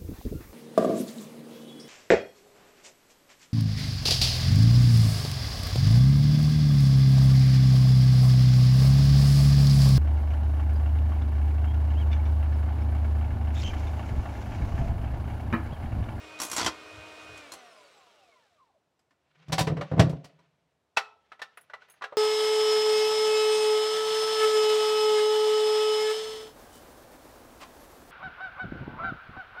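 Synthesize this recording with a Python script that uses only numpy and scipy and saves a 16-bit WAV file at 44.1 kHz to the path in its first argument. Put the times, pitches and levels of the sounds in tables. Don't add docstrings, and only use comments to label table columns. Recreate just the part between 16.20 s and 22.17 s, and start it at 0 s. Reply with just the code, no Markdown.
import sys
import numpy as np
from scipy import signal
from scipy.io import wavfile

SR = 44100
rng = np.random.default_rng(int(sys.argv[2]) if len(sys.argv) > 2 else 0)


def unload_audio(sound):
    columns = np.transpose(np.atleast_2d(sound))
    steps = np.round(np.clip(columns, -1, 1) * 32767)
    wavfile.write(sys.argv[1], SR, steps.astype(np.int16))


N = 263277
TIME = np.arange(N) / SR

STRONG_HARMONICS = (8, 12, 17, 24, 31)
STRONG_BOOST_DB = (12, 3, 3, 5, 6)
WHINE_MULTIPLES = (3, 5, 7, 12, 24, 31, 36, 41, 48)
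WHINE_DB = (-60, -66.5, -70, -68, -62, -75.5, -76, -78, -74)
# pitch in Hz, relative level in dB.
CASE_WHINE = [(200, -30), (480, -14.5), (620, 2.5), (800, 6), (900, -3), (1020, 11), (1250, -11),
              (1600, -6.5), (2000, -5), (2700, -5.5), (3400, -16), (4800, -7.5), (7000, -4), (9000, -0.5),
              (12000, -20.5)]
CASE_RUSH = [(76, -42), (130, -20.5), (220, -11.5), (310, -10.5), (440, -2.5), (630, -1.5), (890, -8),
             (1260, -3), (1780, -10.5), (2510, -7.5), (3550, -9), (5000, -14), (7100, -19.5), (10000, -27),
             (15500, -36.5)]
# time in seconds, relative level in dB.
DIGS = [(0, -58), (.45, -41), (.78, -46), (1.11, -49.5)]
# pitch in Hz, level in dB per half octave.
STILL_AIR = [(30, -112), (70, -90.5), (130, -89.5), (250, -89.5), (600, -83.5), (1500, -90), (3000, -91),
             (7000, -94.5), (15000, -104)]
# pitch in Hz, ring time (to fade by 60 dB) in seconds.
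ECHO_TIMES = [(100, 0.2), (500, 0.62), (1500, 0.3), (4000, 0.36), (8000, 0.24), (15000, 0.26)]

# time in seconds, strength in dB, contact time in ms, favoured pitch in Hz.
WALL_PRESSURE = [(0.2002, -30.5, 0.1, 5620), (0.218, -30, 0.077, 5600), (.283, -50, .05, 6940),
                 (0.319, -29, 0.097, 5640), (.348, -38, 0.11, 5600), (.365, -25.5, 0.11, 7500),
                 (0.397, -24.5, 0.2, 5680), (0.43, -30, 0.18, 3287), (0.457, -28, 0.12, 3560),
                 (.462, -18, 0.18, 3110), (0.484, -31.5, 0.26, 3030)]
GRAZES = [(.189, -41, 0.15, 3840), (1.1747, -46, 0.13, 3080), (1.3196, -38.5, .11, 4160),
          (1.3364, -44, 0.1, 4360), (2.792, -71.5, 0.13, 4950), (2.908, -61, 0.27, 1780)]
KNOCKS = [(4.765, -34, 0.26, 1368), (4.77, -9, 0.34, 2600), (5.118, -34, 0.47, 1295),
          (5.193, -39.5, 0.41, 627), (5.217, -27, 0.29, 1788), (5.498, -39.5, 0.52, 1490),
          (5.535, -28, 0.49, 1978), (5.619, -45.5, 0.47, 1480), (5.811, -27, 0.89, 1237),
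          (5.82, -25, 0.45, 1150), (5.839, -24.5, 0.41, 1640), (5.923, -18.5, 1.33, 583)]
CLINKS = [(5.3723, -28, 0.35, 10500), (5.411, -63, 0.043, 10300), (5.6854, -38, .5, 14300),
          (5.6989, -53.5, .1, 6440), (5.7184, -64, .05, 10100), (5.738, -40.5, 0.51, 6460)]
# time in seconds, strength in dB, contact time in ms,
# favoured pitch in Hz, boom of the basin in dB, rocking time in seconds.
SINK_HITS = [(3.282, -51, 0.21, 655, -38, 0), (3.296, -39.5, 0.66, 635, -32.5, 0),
             (3.321, -27.5, 0.17, 564, -37, 0), (3.327, -24.5, 0.21, 765, -28, 0),
             (3.381, -18, 0.26, 759, -31, 0), (3.39, -30.5, 0.11, 760, -31, 0),
             (3.407, -29, 0.18, 988, -20, 0), (3.47, -23, 0.37, 435, -26, .06),
             (3.568, -28, 0.6, 479, -32, 0), (3.59, -38.5, 1.1, 529, -30, 0),
             (3.61, -24, 0.48, 571.6, -44, 0), (3.715, -22.5, 0.95, 524, -27, .06),
             (3.778, -24, .8, 700, -27, 0), (3.794, -13, .3, 652, -8.5, .155),
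             (3.804, -28, 0.73, 586, -11.5, 0), (3.894, -48, 0.14, 536, -31.5, 0),
             (4.043, -46, 0.18, 714, -51, 0), (4.189, -57.5, 0.36, 972, -69, 0)]
# start and end in seconds, rumble in dB, rustle in dB.
HANDLING = [(3.2, 4.072, -65.5, -70.5), (3.6, 3.72, -68, -61.5), (5.1, 5.967, -91, -75),
            (5.63, 5.674, -98, -67.5)]

# pitch in Hz, relative level in dB, ring time in seconds.
POT_NOTES = [(277, -5.5, .15), (754.5, -5.5, .14), (1046.5, -2, 0.12), (1133, -2.5, 0.083),
             (2030, -10.5, 0.13), (2789, -12, 0.055), (3290, -13, .13), (4301, -13, 0.13),
             (5750, -8.5, .07), (6315, -10.5, .1), (7281, -6, .08), (7370, -4.5, .08)]
SINK_NOTES = [(73.3, -18.5, 0.13), (125.7, -3, 0.28), (143.4, -4, 0.25), (157.9, -2, 0.35),
              (186.9, -15.5, 0.48), (251, -11.5, .2), (281.1, -13, .3), (537.3, -9.5, .25),
              (578, -11, 0.18), (680, -12, .15), (754, -12, .15), (1131, -16, .2), (1924, -16.5, .15),
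              (4500, -23, 0.22)]
MIXER_NOTES = [(430, -13, 0.42), (540.5, -6.5, .2), (788, -7, 0.19), (1055, -6.5, 0.21), (1200, -17, 0.33),
               (1304, -15, 0.44), (1322, -15, 0.43), (1421, -13.5, 0.23), (1920, -14, .2),
               (2580, -16.5, .09), (6051, -12.5, .12)]
BEATER_NOTES = [(1480, -15, 0.21), (6934, -15, 0.11), (9900, 0, 0.11), (13900, -10, .1), (14900, -6, .1)]
# pitch in Hz, relative level in dB.
POT_CLATTER = [(60, -22.5), (160, -24), (280, -2.5), (450, -9), (1100, 3), (1600, -3), (3000, -4.5),
               (7000, 3), (10500, 1.5), (15000, -12.5)]
SINK_CLATTER = [(45, -60), (75, -23), (150, -9), (300, -2), (700, -0.5), (1500, -5), (3000, -3), (6000, -3),
                (10000, -3.5), (15000, -9.5)]
MIXER_CLATTER = [(60, -48), (170, -36.5), (280, -23.5), (500, 3.5), (1000, 2.5), (2000, -4), (4000, 10),
                 (6000, 7), (9000, 13.5), (15000, 7)]
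BEATER_CLATTER = [(150, -40), (600, -6), (2000, 5), (5000, -9), (8000, -12), (11000, 14), (15000, -7)]
# pitch in Hz, relative level in dB.
POT_ANSWER = [(400, -8), (1730, -3.5), (4900, -1), (11000, 2.5)]
SINK_ANSWER = [(550, -4), (1730, -0.5), (4900, 5.5), (11000, 8.5)]
MIXER_ANSWER = [(550, -19), (1730, -1.5), (4900, -7.5), (11000, -7.5)]
BEATER_ANSWER = [(1730, -14.5), (4900, -5), (11000, 5)]

BLOW_BANDS_HZ, BOOM_HZ = (500, 1730, 4900, 11000), 165
FREE_SPEED, LOADED_SPEED = 310.7, 305.5
GEAR_RATIO, FIRM_DB = 5, -27
SWITCH_OFF_S, COAST_S, COAST_POWER = 1.18, 1.73, 1.54


def from_db(db):
    return np.exp(np.asarray(db) * (np.log(10) / 20))


def unit_power(x):
    return x / np.sqrt(np.mean(x ** 2) + 1e-20)


def at_hz(points, hz):
    pitches, values = np.transpose(points)
    return np.interp(np.log(hz), np.log(pitches), values)


def drift(rate):
    return np.interp(TIME * rate, np.arange(4096), rng.standard_normal(4096)) * np.sqrt(3 / 2)


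def band_noise(low_hz, high_hz, size=N):
    band = signal.butter(3, [low_hz, high_hz], "band", fs=SR, output="sos")
    return unit_power(signal.sosfilt(band, rng.standard_normal(size)))


def noise_bank(size=N):
    edges = 33 * 2 ** np.arange(0, 9.1, .5)
    return [(np.sqrt(low * high), band_noise(low, high, size)) for low, high in zip(edges, edges[1:])]


def motor_speed(inertia_s=.074):
    s, db, _, _ = np.transpose(WALL_PRESSURE)
    load = np.interp(TIME, s, np.minimum(from_db(db - FIRM_DB), 1), left=0, right=0)
    lag = np.exp(-1 / (inertia_s * SR))
    drag = signal.lfilter([1 - lag], [1, -lag], np.sqrt(load))
    driven = FREE_SPEED - (FREE_SPEED - LOADED_SPEED) * drag
    coasting = np.clip(1 - (TIME - SWITCH_OFF_S) / COAST_S, 0, 1) ** COAST_POWER
    return np.maximum(driven * coasting, 1)


def motor_hum(speed, turns, level_db=-56.5, fall_db=.92, waver_db=2.5):
    on = TIME < SWITCH_OFF_S + COAST_S
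    hum, boosts = np.zeros(N), dict(zip(STRONG_HARMONICS, STRONG_BOOST_DB))
    for k in range(1, 36):
        db = boosts.get(k, 0) - fall_db * k + waver_db * drift(25)[on]
        hum[on] += from_db(db) * np.sin(2 * np.pi * (k * turns[on] + rng.random()))
    return hum * from_db(level_db) * (speed / FREE_SPEED) ** 6.5


def gear_whine(speed, turns, flutter_db=4.5, loaded_db=-10):
    whine, share = np.zeros(N), speed / np.max(speed)
    turns = turns + .005 * (1 - share) * drift(180)
    for k, db in zip(WHINE_MULTIPLES, WHINE_DB):
        level_db = db + at_hz(CASE_WHINE, k * speed) + flutter_db * drift(55)
        whine += from_db(level_db) * np.sin(2 * np.pi * (k * turns + rng.random()))
    driven = np.clip((share - .85) / .15, 0, 1)
    turning = np.clip((speed - 8) / 42, 0, 1)
    return whine * share ** .48 * from_db(loaded_db * driven) * turning


def rush_db(speed, full_db, loss_db, stall_speed):
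    return full_db - loss_db * (1 - speed / FREE_SPEED) - 10 * np.log10(1 + (stall_speed / speed) ** 4)


def motor_rush(speed):
    turns = np.cumsum(speed) / SR
    bands = [(hz, from_db(at_hz(CASE_RUSH, hz)) * np.sqrt(hz) * noise) for hz, noise in noise_bank()]
    air = unit_power(sum(noise for hz, noise in bands if hz < 3000))
    hiss = unit_power(sum(noise for hz, noise in bands if hz > 3000))
    air *= from_db(rush_db(speed, full_db=-50.5, loss_db=24, stall_speed=72))
    hiss *= from_db(rush_db(speed, full_db=-59.5, loss_db=17, stall_speed=71) + .65 * drift(430))
    motor_pulse = 1 + .24 * np.cos(2 * np.pi * turns)
    beater_throb = 1 + .083 * np.cos(2 * np.pi * turns / GEAR_RATIO)
    return (air + hiss * motor_pulse) * beater_throb


def mash_churn(speed, dig_s=.047):
    digs = sum(from_db(db) * np.exp(-((TIME - s) / dig_s) ** 2) for s, db in DIGS)
    stirring = from_db(-61.5) * (speed / FREE_SPEED) ** 21
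    return from_db(-5.5) * (digs + stirring) * band_noise(62, 112)


def still_air(bank):
    return sum(from_db(at_hz(STILL_AIR, hz)) * noise for hz, noise in bank)


def kitchen_echo(x, tail_db=-20.5, early_db=-13.5, early_ring_s=.13):
    t = TIME[:SR * 2 // 3]
    tail = sum(np.sqrt(hz) * noise * from_db(-60 * t / at_hz(ECHO_TIMES, hz))
               for hz, noise in noise_bank(len(t)))
    tail *= np.clip(t / .006, 0, 1)
    early = rng.standard_normal(len(t)) * from_db(-60 * t / early_ring_s) * (t > .002)
    echo = from_db(tail_db) * unit_power(tail) + from_db(early_db) * unit_power(early)
    return x + signal.fftconvolve(x, echo / np.sqrt(len(t)))[:N]


def blow_levels(db, contact_ms, answer, slope_db):
    bands = np.array(BLOW_BANDS_HZ)
    power = slope_db / (10 * np.log10(2))
    return db + at_hz(answer, bands) - 10 * np.log10(1 + (bands * contact_ms / 1000) ** power)


def to_blows(touches, answer, ring_s, slope_db):
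    return [(s, hz, ring_s, blow_levels(db, ms, answer, slope_db)) for s, db, ms, hz in touches]


def ring(clicks, hz, ring_s):
    decay, step = from_db(-60 / (ring_s * SR)), 2 * np.pi * hz / SR
    return signal.lfilter([0, np.sin(step)], [1, -2 * decay * np.cos(step), decay ** 2], clicks + 1e-18)


def strike(blows, notes, clatter, bank, clatter_db, notes_db, favoured_db, favoured_life, rise_s,
           bass_linger, bands_hz=BLOW_BANDS_HZ):
    out, clicks = np.zeros(N), np.zeros((len(notes), N))
    notes_hz = np.array(notes)[:, 0]
    for s, favoured_hz, ring_s, levels_db in blows:
        start = round(s * SR)
        span = slice(start, min(N, start + SR // 6))
        t = TIME[:span.stop - start]
        strength = list(zip(bands_hz, levels_db))
        fall_db = -60 * t / ring_s
        tone_db = at_hz(strength, favoured_hz) + favoured_db + fall_db / favoured_life
        blow = from_db(tone_db) * np.sin(2 * np.pi * favoured_hz * t)
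        for hz, noise in bank:
            band_db = at_hz(strength, hz) + at_hz(clatter, hz) + clatter_db
            fade_db = fall_db * (hz / 2000) ** bass_linger
            blow += from_db(band_db + fade_db) * noise[span]
        out[span] += blow * (1 - np.exp(-t / rise_s))
        clicks[:, start] = from_db(at_hz(strength, notes_hz) + rng.standard_normal(len(notes)))
    for push, (hz, db, ring_s) in zip(clicks, notes):
        out += from_db(db + notes_db) * ring(push, hz, ring_s)
    return out


def pot_rattle(bank):
    s, *columns = np.transpose(WALL_PRESSURE)
    times = np.arange(s[0], s[-1], GEAR_RATIO / LOADED_SPEED / 2)
    db, ms, hz = (np.interp(times, s, column) for column in columns)
    db[1::2] -= 9 + 5.4 * np.maximum(FIRM_DB - db[1::2], 0)
    blows = to_blows(list(zip(times, db, ms, hz)) + GRAZES, POT_ANSWER, ring_s=.086, slope_db=22)
    return strike(blows, POT_NOTES, POT_CLATTER, bank, clatter_db=-7.5, notes_db=-4,
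                  favoured_db=1.5, favoured_life=.52, rise_s=.0004, bass_linger=.094)


def handling():
    rumble = rustle = 0
    for start, end, rumble_db, rustle_db in HANDLING:
        early_s = np.maximum(start - TIME, 0)
        fallen_db = 47 * np.maximum(TIME - end, 0)
        rumble = np.maximum(rumble, from_db(rumble_db - 162 * early_s - fallen_db))
        rustle = np.maximum(rustle, from_db(rustle_db - 88 * early_s - fallen_db))
    rubbing = unit_power(band_noise(390, 3200) + .15 * band_noise(3800, 6500))
    grain = from_db(2.5 * drift(70) + 1.5)
    return rumble * band_noise(140, 170) + rustle * rubbing * grain


def sink_hits(bank, rock_s=.026, rock_hz=538.4, slope_db=16.5):
    blows = []
    rock_levels = blow_levels(db=-27.5, contact_ms=1.1, answer=SINK_ANSWER, slope_db=slope_db)
    for s, db, ms, hz, boom_db, rocking_s in SINK_HITS:
        blows.append((s, hz, .1, np.r_[boom_db, blow_levels(db, ms, SINK_ANSWER, slope_db)]))
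        for late_s in np.arange(rock_s, rocking_s, rock_s):
            when = s + late_s + rock_s * rng.uniform(-.22, .2)
            levels_db = np.r_[-21.5, rock_levels] - 42.5 * late_s
            blows.append((when, rock_hz, .11, levels_db))
    return strike(blows, SINK_NOTES, SINK_CLATTER, bank, clatter_db=-7.5, notes_db=-4,
                  favoured_db=-1.5, favoured_life=1.53, rise_s=.0017, bass_linger=.053,
                  bands_hz=(BOOM_HZ, *BLOW_BANDS_HZ))


def mixer_knocks(bank):
    blows = to_blows(KNOCKS, MIXER_ANSWER, ring_s=.076, slope_db=18.5)
    return strike(blows, MIXER_NOTES, MIXER_CLATTER, bank, clatter_db=-6.5, notes_db=-10.5,
                  favoured_db=4, favoured_life=.62, rise_s=.0017, bass_linger=.035)


def beater_clinks(bank):
    blows = to_blows(CLINKS, BEATER_ANSWER, ring_s=.068, slope_db=17)
    return strike(blows, BEATER_NOTES, BEATER_CLATTER, bank, clatter_db=-8, notes_db=-4.5,
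                  favoured_db=2.5, favoured_life=.86, rise_s=.0011, bass_linger=.047)


def scene():
    speed = motor_speed()
    turns = np.cumsum(speed * (1 + .0007 * drift(40))) / SR
    tones = motor_hum(speed, turns) + gear_whine(speed, turns)
    mixing = motor_rush(speed) + mash_churn(speed)
    bank = noise_bank()
    kitchenware = pot_rattle(bank) + handling() + sink_hits(bank)
    kitchenware += mixer_knocks(bank) + beater_clinks(bank)
    return (tones + still_air(bank) + kitchen_echo(mixing + kitchenware))[None]


def record(dry):
    bass_cut = signal.butter(6, 58, "high", fs=SR, output="sos")
    treble_cut = signal.ellip(12, .1, 80, 15800, fs=SR, output="sos")
    return signal.sosfilt(treble_cut, signal.sosfilt(bass_cut, dry))


dry = scene()
out = record(dry)
unload_audio(out)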